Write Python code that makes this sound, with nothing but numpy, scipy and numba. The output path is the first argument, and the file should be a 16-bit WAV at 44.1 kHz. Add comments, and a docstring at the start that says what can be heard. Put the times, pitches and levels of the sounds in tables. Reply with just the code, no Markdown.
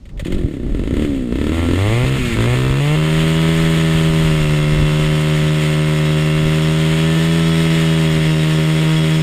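"""Light wind buffets the microphone on a snowy lake throughout; first a two-stroke ice auger is pulled to life.
The starter clacks, the engine catches, is blipped twice and runs flat out while its blades ring on the ice.
Each turn puffs through the muffler; rich, the engine fires only every other turn; throttle shut, it coasts.
Puffs are filtered clicks, the casing rattles as shaken noise and struck rings, and hum and gears are sines.
At the end of the chain a gain control softens loud peaks."""
import sys
import numpy as np
from scipy import signal
from scipy.fft import rfft, irfft
from scipy.io import wavfile
from scipy.ndimage import uniform_filter1d
from numba import njit

SR = 44100
rng = np.random.default_rng(int(sys.argv[2]) if len(sys.argv) > 2 else 0)


def digitize_waveform(pressure):
    """Quantize a signal to 16-bit integers and store it at the path in sys.argv[1].

    Rows of a 2-D input are taken as channels; values are limited to [-1, 1].
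    """
    field = np.atleast_2d(pressure).T
    bounded = np.clip(field, -1, 1)
    quanta = np.round(bounded * 32767).astype(np.int16)
    wavfile.write(sys.argv[1], SR, quanta)


N = 406602

# how the engine fires from each moment on: [t/s, fires once in so many turns (0 = coasting)]
FIRING = [(0, 0), (.72, 2), (1.06, 0), (1.31, 2), (1.53, 1), (1.67, 2), (1.77, 1), (2.05, 2), (2.18, 0),
          (2.36, 2), (2.47, 1), (2.55, 2), (2.8, 1), (2.96, 2)]
# tone of the rattling casing: [f/Hz, relative level/dB]
RATTLE = [(470, -8.5), (800, -5.5), (1310, -3.5), (1620, -3.5), (1770, 3), (2360, -0.5), (3340, 0),
          (3780, -4), (6130, -21), (6680, -10.5), (8460, -12), (10500, -19), (11300, -29), (13700, -18),
          (15600, -40)]
SLOW_HZ = 92  # shaft speed below which the engine counts as slow


def undb(db):
    """Turn decibels into a plain multiplier."""
    return 10 ** (np.asarray(db) / 20)


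def level(x, db=0):
    """Scale a sound so that its average (rms) strength is the given dB."""
    return x * undb(db) / np.sqrt(np.mean(x ** 2))


def colour(x, table):
    """Give a sound the tone of a table, with a filter that never rings ahead of its input."""
    size = 4096
    hz, db = np.transpose(table)
    log_hz = np.log(np.fft.rfftfreq(size, 1 / SR) + 1)
    log_gain = np.interp(log_hz, np.log(hz), db) * np.log(10) / 20
    # folding the cepstrum (the spectrum of the log gain) puts all the ringing after the click
    cepstrum = irfft(log_gain)
    cepstrum[1:size // 2] *= 2
    cepstrum[size // 2 + 1:] = 0
    response = irfft(np.exp(rfft(cepstrum)))
    return signal.fftconvolve(x, response / np.linalg.norm(response))[:N]


def band(x, lo_hz, hi_hz):
    """Gently keep only the range between two frequencies."""
    return signal.sosfilt(signal.butter(2, [lo_hz, hi_hz], "bandpass", fs=SR, output="sos"), x)


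def walk(rate):
    """Wander at random: levels held for 1 / rate seconds, then smoothed twice."""
    hold = int(SR / rate)
    steps = np.repeat(rng.standard_normal(N // hold + 1), hold)
    return uniform_filter1d(uniform_filter1d(steps, hold), hold)[:N]


def clicks(at, size):
    """Place clicks between samples by sharing each one over two neighbours."""
    whole = np.clip(at.astype(int), 0, N - 2)
    part = at - whole
    return np.bincount(whole, size * (1 - part), N) + np.bincount(whole + 1, size * part, N)


def die_away(x, seconds):
    """Let every click fade smoothly, to about a third after the given time."""
    return signal.lfilter([1], [1, -np.exp(-1 / (seconds * SR))], x)


@njit
def follow(x, attack, release):
    """Track the loudness of peaks, rising quickly and falling slowly."""
    out, e = np.empty(len(x)), .1
    for i in range(len(x)):
        e += (abs(x[i]) - e) * (attack if abs(x[i]) > e else release)
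        out[i] = e
    return out


def wind():
    """Moving air presses on the microphone: lumpy rumble, gusts and thumps, over a faint hiss."""
    # average wind: [t/s, relative level/dB]
    mean_wind = [(0, -40.5), (.15, -36.5), (1, -25.5), (2.3, -29), (3.5, -33), (4.7, -29.5), (5.1, -36),
                 (6, -40), (9.22, -43)]
    # gusts: [t/s, rise above the average/dB]
    gusts = [(.17, 10), (.37, 11.5), (.68, 5), (1.0, 3), (2.31, 7), (2.75, 1), (3.2, 6.5), (3.95, -3),
             (4.2, 4), (4.8, 6), (5.21, 2), (5.42, 6), (6.44, 12), (6.73, 5), (7.47, 5), (7.78, 7),
             (8.17, 8), (8.32, 7)]
    # single thumps of air: [t/s, relative level/dB]
    air_thumps = [(0.154, -25), (0.225, -3.5), (0.444, 4), (0.665, -13), (0.929, 0.5), (1.697, 1),
                  (2.04, 1), (2.326, -16), (2.703, -1), (3.95, -3), (4.397, -12), (4.468, -17),
                  (4.758, -10), (5.429, -16), (6.438, -21)]
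    gust_s, drift_db = .07, 3  # half length of a gust; strength of the random drift
    t = np.arange(N) / SR
    gust_db = sum(db * np.exp(-((t - s) / gust_s) ** 2) for s, db in gusts)
    gust = undb(np.interp(t, *np.transpose(mean_wind)) + gust_db + drift_db * walk(9.7))
    rumble = level(band(rng.standard_normal(N), 15, 55) * undb(3 * walk(25)), 2.5)
    flap = level(band(rng.standard_normal(N), 55, 200) * undb(4 * walk(20)), -4)
    s, db = np.transpose(air_thumps)
    thumps = band(band(clicks(s * SR, undb(db)), 21, 125), 21, 390) * undb(36.5)
    hiss = level(band(rng.standard_normal(N), 260, 5300), -62)
    return gust * (rumble + flap) + thumps + hiss


def blades():
    """The blades ring as they shave the ice and set a casing ring humming: narrow bands of noise that swell
    with each sweep."""
    # how hard the blades bite: [t/s, relative level/dB]
    bite = [(2.5, -60), (3.2, -48), (4.5, -38), (5.5, -39), (6.5, -38), (7, -39), (7.5, -33.5),
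            (8.001, -36), (8.501, -35), (9.22, -34)]
    # rings the shaving sets off, the blades' own and a narrow casing ring at 3765 Hz: [f/Hz, width/Hz, relative
    # level/dB]
    ringing_bands = [(3350, 27, -3.5), (3765, 11, -9.5), (5240, 680, -8.5)]
    s, db = np.transpose(bite)
    t = np.arange(N) / SR
    # 7.7 sweeps a second, a little uneven
    swell_db = np.cos(2 * np.pi * 7.7 * (t - 8.02) + 1.5 * walk(1.94))
    sweep = undb(swell_db + 1.6 * walk(30))
    rings = sum(level(band(rng.standard_normal(N), f - w / 2, f + w / 2), ring_db)
                for f, w, ring_db in ringing_bands)
    return rings * sweep * undb(np.interp(t, s, db)) * (t > s[0])


def starter():
    """Cord and pawls scrape and clack: short noise bursts in the casing's tone, with dull knocks."""
    # clacks: [t/s, relative level/dB, dull knock relative to the clack/dB]
    clacks = [(0.0545, -40, -3), (0.091, -41, -9), (0.1745, -38, -11), (0.195, -22.5, -1.5),
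              (0.249, -26, -12), (0.267, -27, -15), (0.3221, -23.5, -11), (0.3444, -29, -8),
              (0.3815, -32, -10)]
    s, db, knock_db = np.transpose(clacks)
    burst = die_away(clicks(s * SR, undb(db)), 0.012)
    knock = band(clicks(s * SR, undb(db + knock_db)), 520, 595) * undb(43.5)
    return burst * level(colour(rng.standard_normal(N), RATTLE), -5.5) + knock


def firing_at(seconds):
    """Look up how the engine fires at the given moments."""
    since, every = np.transpose(FIRING)
    return every[np.searchsorted(since, seconds, "right") - 1]


def loudness(t, hz):
    """Levels of hum, muffler and rattle follow the speed and the way the engine fires."""
    # loudness by speed: [shaft turns f/Hz, hum level/dB, muffler level/dB, rattle level/dB], all relative
    by_speed = [(30, -28, -31.5, -33.5), (44.5, -17, -28, -33.5), (63.6, -24, -26.5, -32.5),
                (76, -23, -24.5, -28.5), (92, -18.5, -22, -24.5), (122, -18, -22.5, -24),
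                (143, -17.5, -25, -27.5), (162, -16, -22, -24), (173, -17.5, -25.5, -28)]
    # dB added to hum, muffler and rattle: coasting slowly, coasting fast, firing every turn
    coast_slow_db, coast_fast_db, every_turn_db = (-22, -0.5, 0), (-14, -3.5, 3), (2, -1, -1)
    settle_s = .04  # time over which one state blends into the next
    every = firing_at(t)
    states = [(every == 0) & (hz < SLOW_HZ), (every == 0) & (hz >= SLOW_HZ), every == 1]
    shares = uniform_filter1d(np.array(states, float), size=int(settle_s * SR))
    speed, *columns = np.transpose(by_speed)
    added = np.transpose([coast_slow_db, coast_fast_db, every_turn_db]) @ shares
    return np.array([np.interp(hz, speed, c) for c in columns]) + added


def gears(t, hz, turns):
    """Meshing gear teeth whine at fixed multiples of the shaft speed."""
    # whine tones: [multiple of shaft turns, relative level/dB]
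    tones = [(14, -16), (14.5, -22), (16, -18), (18, -13), (19.6, -21), (20, -16), (21, -21)]
    free_db, loaded_s = 2, (3.1, 3.8)  # the gears sing louder until the drill is loaded
    whine = sum(undb(db + 2.5 * walk(5)) * np.sin(2 * np.pi * k * turns + .6 * walk(60))
                for k, db in tones)
    whine = whine * undb(np.interp(t, loaded_s, [free_db, 0]))
    # the gears turn once the clutch grips, and the housing passes only part of their whine
    grip = np.clip((hz - 85) / 20, 0, 1)
    return band(whine * grip, 1800, 4600)


def casing(hz, at, fired, slow, chance):
    """Each turn strikes the casing, a firing harder; it rings and its loose parts buzz."""
    # casing rings: [f/Hz, width/Hz, relative level/dB]
    resonances = [(1176, 255, -3), (1351, 83, -1), (1798, 73, -3), (2080, 200, 2), (2679, 190, -2.5),
                  (3027, 85, -7.5), (3350, 200, -4.5), (6760, 560, -14), (8630, 500, -8.5),
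                  (13500, 3200, -19)]
    blows = clicks(at, np.where(fired, 1.1, .45) * undb(0.5 * chance[2]))
    rings = sum(undb(db + 2.3 * walk(7.7)) * level(band(blows, f - w / 2, f + w / 2))
                for f, w, db in resonances)
    # a shake after each blow, on top of a steady one that grows with speed
    shake = level(die_away(blows, 0.01) + 2.0 * np.minimum(hz / 140, 1) ** 0.62)
    shake = uniform_filter1d(shake, size=110)
    flutter = undb(0.84 * walk(12) + 1.25 * walk(40))
    buzz = colour(rng.standard_normal(N) * shake * flutter, RATTLE)
    # a slow firing jolts the loose parts
    jolt = die_away(clicks(at, 1. * (fired & slow)), 0.015)
    return (level(buzz, -4.0) + level(rings, -8)) * undb(1.5 * np.minimum(jolt, 1))


def muffler(at, every, fired, slow, speed, chance):
    """Each turn pushes a puff of gas through the muffler, modelled as a click with the muffler's tone."""
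    # muffler tones, firing every other turn (a puff each turn plus an alternating bang),
    # firing every turn, and coasting: [f/Hz, relative level/dB]
    puff = [(100, -53.5), (200, 7), (290, -0.5), (380, 3), (465, -26), (610, -7.5), (760, -18.5),
            (1000, -33), (3000, -100.5)]
    bang = [(60, -2), (230, 1.5), (390, 3), (540, -2), (700, -13.5), (850, -22), (1100, -50), (3000, -89)]
    steady = [(80, -26), (200, 3), (350, 5), (550, 0.5), (800, -7.5), (1100, -10.5), (1500, -28),
              (2500, -11), (4000, -44), (8000, -75)]
    coast = [(60, -10), (150, 3.5), (220, 5), (280, 7.5), (370, 1.5), (480, -9.5), (600, -12), (800, -31),
             (1500, -33), (5000, -56)]
    # sharp crack of a firing: [f/Hz, relative level/dB]
    crack_tone = [(500, -35), (800, -2), (950, 8.5), (1300, 7.5), (1600, 2.5), (1800, -6.5), (2100, -11),
                  (2350, 0), (2700, -2), (3400, -5), (4500, -9), (6500, -25), (9000, -75)]
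    # strength of the crack: [t/s, relative level/dB]
    crack_level = [(0, -10.5), (2, 0), (2.6, 3.5), (3.8, 0.5), (4.6, 2), (7.5, 0.5), (8.2, -0.5),
                   (9.22, -0.5)]
    # moments when the missed turns catch as well: [t/s, half length/s, share 0-1]
    catches = [(3.411, 0.016, 0.4), (3.77, 0.0081, 0.7), (7.173, .015, 0.67), (7.733, 0.016, 0.4),
               (8.303, 0.04, 0.56), (8.489, 0.073, 0.47), (8.703, 0.045, 0.53), (8.814, 0.016, 0.7),
               (8.924, 0.076, 0.67), (9.14, 0.044, 0.5)]
    full_bark_hz = 120  # below this speed a firing on every turn barks less

    # sizes fall with speed so that the level of the click train stays put
    size = np.sqrt(SR / speed) * undb(0.68 * chance[1])
    rich = size * (every == 2)
    uneven = undb(1.5 * chance[2])
    # a missed turn between two firings draws gas back: the bang turned over
    push = np.where(fired, 1, np.where(slow, -.3, -.95)) * undb(1.45 * chance[2])
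    catch = sum(share * np.exp(-((at / SR - when) / half) ** 4) for when, half, share in catches)
    catch = np.clip(catch, 0, 1)
    push = (1 - catch) * push + 0.97 * catch
    out = undb(-0.5) * colour(clicks(at, rich * ~slow), puff)
    out += colour(clicks(at, rich * push), bang)

    bark = size * (every == 1) * np.minimum(speed / full_bark_hz, 1) * uneven
    out += undb(2.5) * colour(clicks(at, bark), steady)

    # when slow, every puff also rings on as when coasting, unevenly
    slow_puffs = (0.78 * rich + 0.76 * size * (every == 1)) * slow * uneven
    idle = size * (every == 0) + slow_puffs
    # when slow, the intake answers twice, about a quarter and half a turn later
    delay = (.25 + np.where(every == 0, .012, .05) * chance[1]) * SR / speed
    idle_clicks = clicks(at, idle) + clicks(at + delay, 0.5 * idle * slow)
    idle_clicks += clicks(at + 2 * delay, 0.43 * idle * slow)
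    out += undb(5.0) * colour(idle_clicks, coast)

    # a slow firing thuds in the muffler can
    thud = size * slow * np.where(fired, 1, .4) * undb(5.5 * chance[0])
    out += undb(19) * band(clicks(at, thud), 80, 124)
    crack = rich * np.where(fired, 1, catch) * undb(np.interp(at / SR, *np.transpose(crack_level)))
    out += undb(-6.5) * colour(clicks(at, crack), crack_tone)
    return band(out, 30, 4500)


def shaft_hum(hz, turns, hum_db):
    """The turning shaft hums once a turn; the hum barely radiates at idle speed."""
    radiated = np.minimum(hz / 70, 1) ** 2 * np.sqrt(2)
    return radiated * undb(hum_db + 0.46 * walk(25)) * np.sin(2 * np.pi * (turns + 0.64))


def engine():
    """The shaft speed sets the moment of each turn, which drives hum, muffler, casing and gears."""
    # pull, catch, two blips, then flat out, sagging and recovering under load: [t/s, shaft turns f/Hz]
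    shaft_speed = [(0.22, 40.9), (0.35, 48), (0.61, 30.3), (0.66, 30.6), (0.72, 38), (0.77, 43), (0.83, 48),
                   (0.97, 73), (1.03, 75.8), (1.3, 57.3), (1.41, 72.6), (1.61, 84.65), (1.73, 85.3),
                   (2.04, 129.3), (2.14, 134.6), (2.37, 108.5), (2.53, 125.1), (2.71, 132.2), (2.95, 154.2),
                   (3.2, 159), (3.52, 162.5), (4.23, 158.9), (4.5, 150.5), (4.9, 151.8), (5.05, 153.3),
                   (6.18, 153.7), (6.89, 158.2), (7.38, 164.4), (8.0, 160.2), (8.12, 157.7), (8.45, 156.1),
                   (8.9, 157.9), (9.22, 157.7)]
    s, speed = np.transpose(shaft_speed)
    t = np.arange(N) / SR
    hz = np.interp(t, s, speed)
    hum_db, muffler_db, rattle_db = loudness(t, hz)
    running = np.clip((t - s[0]) / .03, 0, 1)
    turns = np.cumsum(hz * running) / SR

    count = np.arange(1, int(turns[-1]))
    chance = rng.standard_normal((3, len(count)))  # small differences from turn to turn
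    at = np.interp(count, turns, np.arange(N)) + SR / 40000 * chance[0]  # in samples
    every = firing_at(at / SR)
    fired = (every == 1) | (every == 2) & (count % 2 == 0)
    speed_at = hz[at.astype(int)]
    slow = speed_at < SLOW_HZ

    exhaust = muffler(at, every, fired, slow, speed_at, chance)
    hum = shaft_hum(hz, turns, hum_db)
    rattle = casing(hz, at, fired, slow, chance) + gears(t, hz, turns)
    return running * (undb(1.62) * hum - exhaust * undb(muffler_db) + rattle * undb(rattle_db))


def scene():
    """Add wind, blades, starter and engine in the open, without walls."""
    return (wind() + blades() + starter() + engine())[None]


def record(dry):
    """Gain control dips after loud peaks, and the highest treble is cut."""
    top_hz = 15550
    peaks = follow(dry[0], 1 / (0.0094 * SR), 1 / (.12 * SR))  # rises in 9.4 ms, falls in 120 ms
    held = dry * np.minimum(.36 / peaks, 1) ** .4
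    return signal.sosfilt(signal.ellip(10, .2, 80, top_hz, fs=SR, output="sos"), held)


dry = scene()
out = record(dry)
digitize_waveform(out)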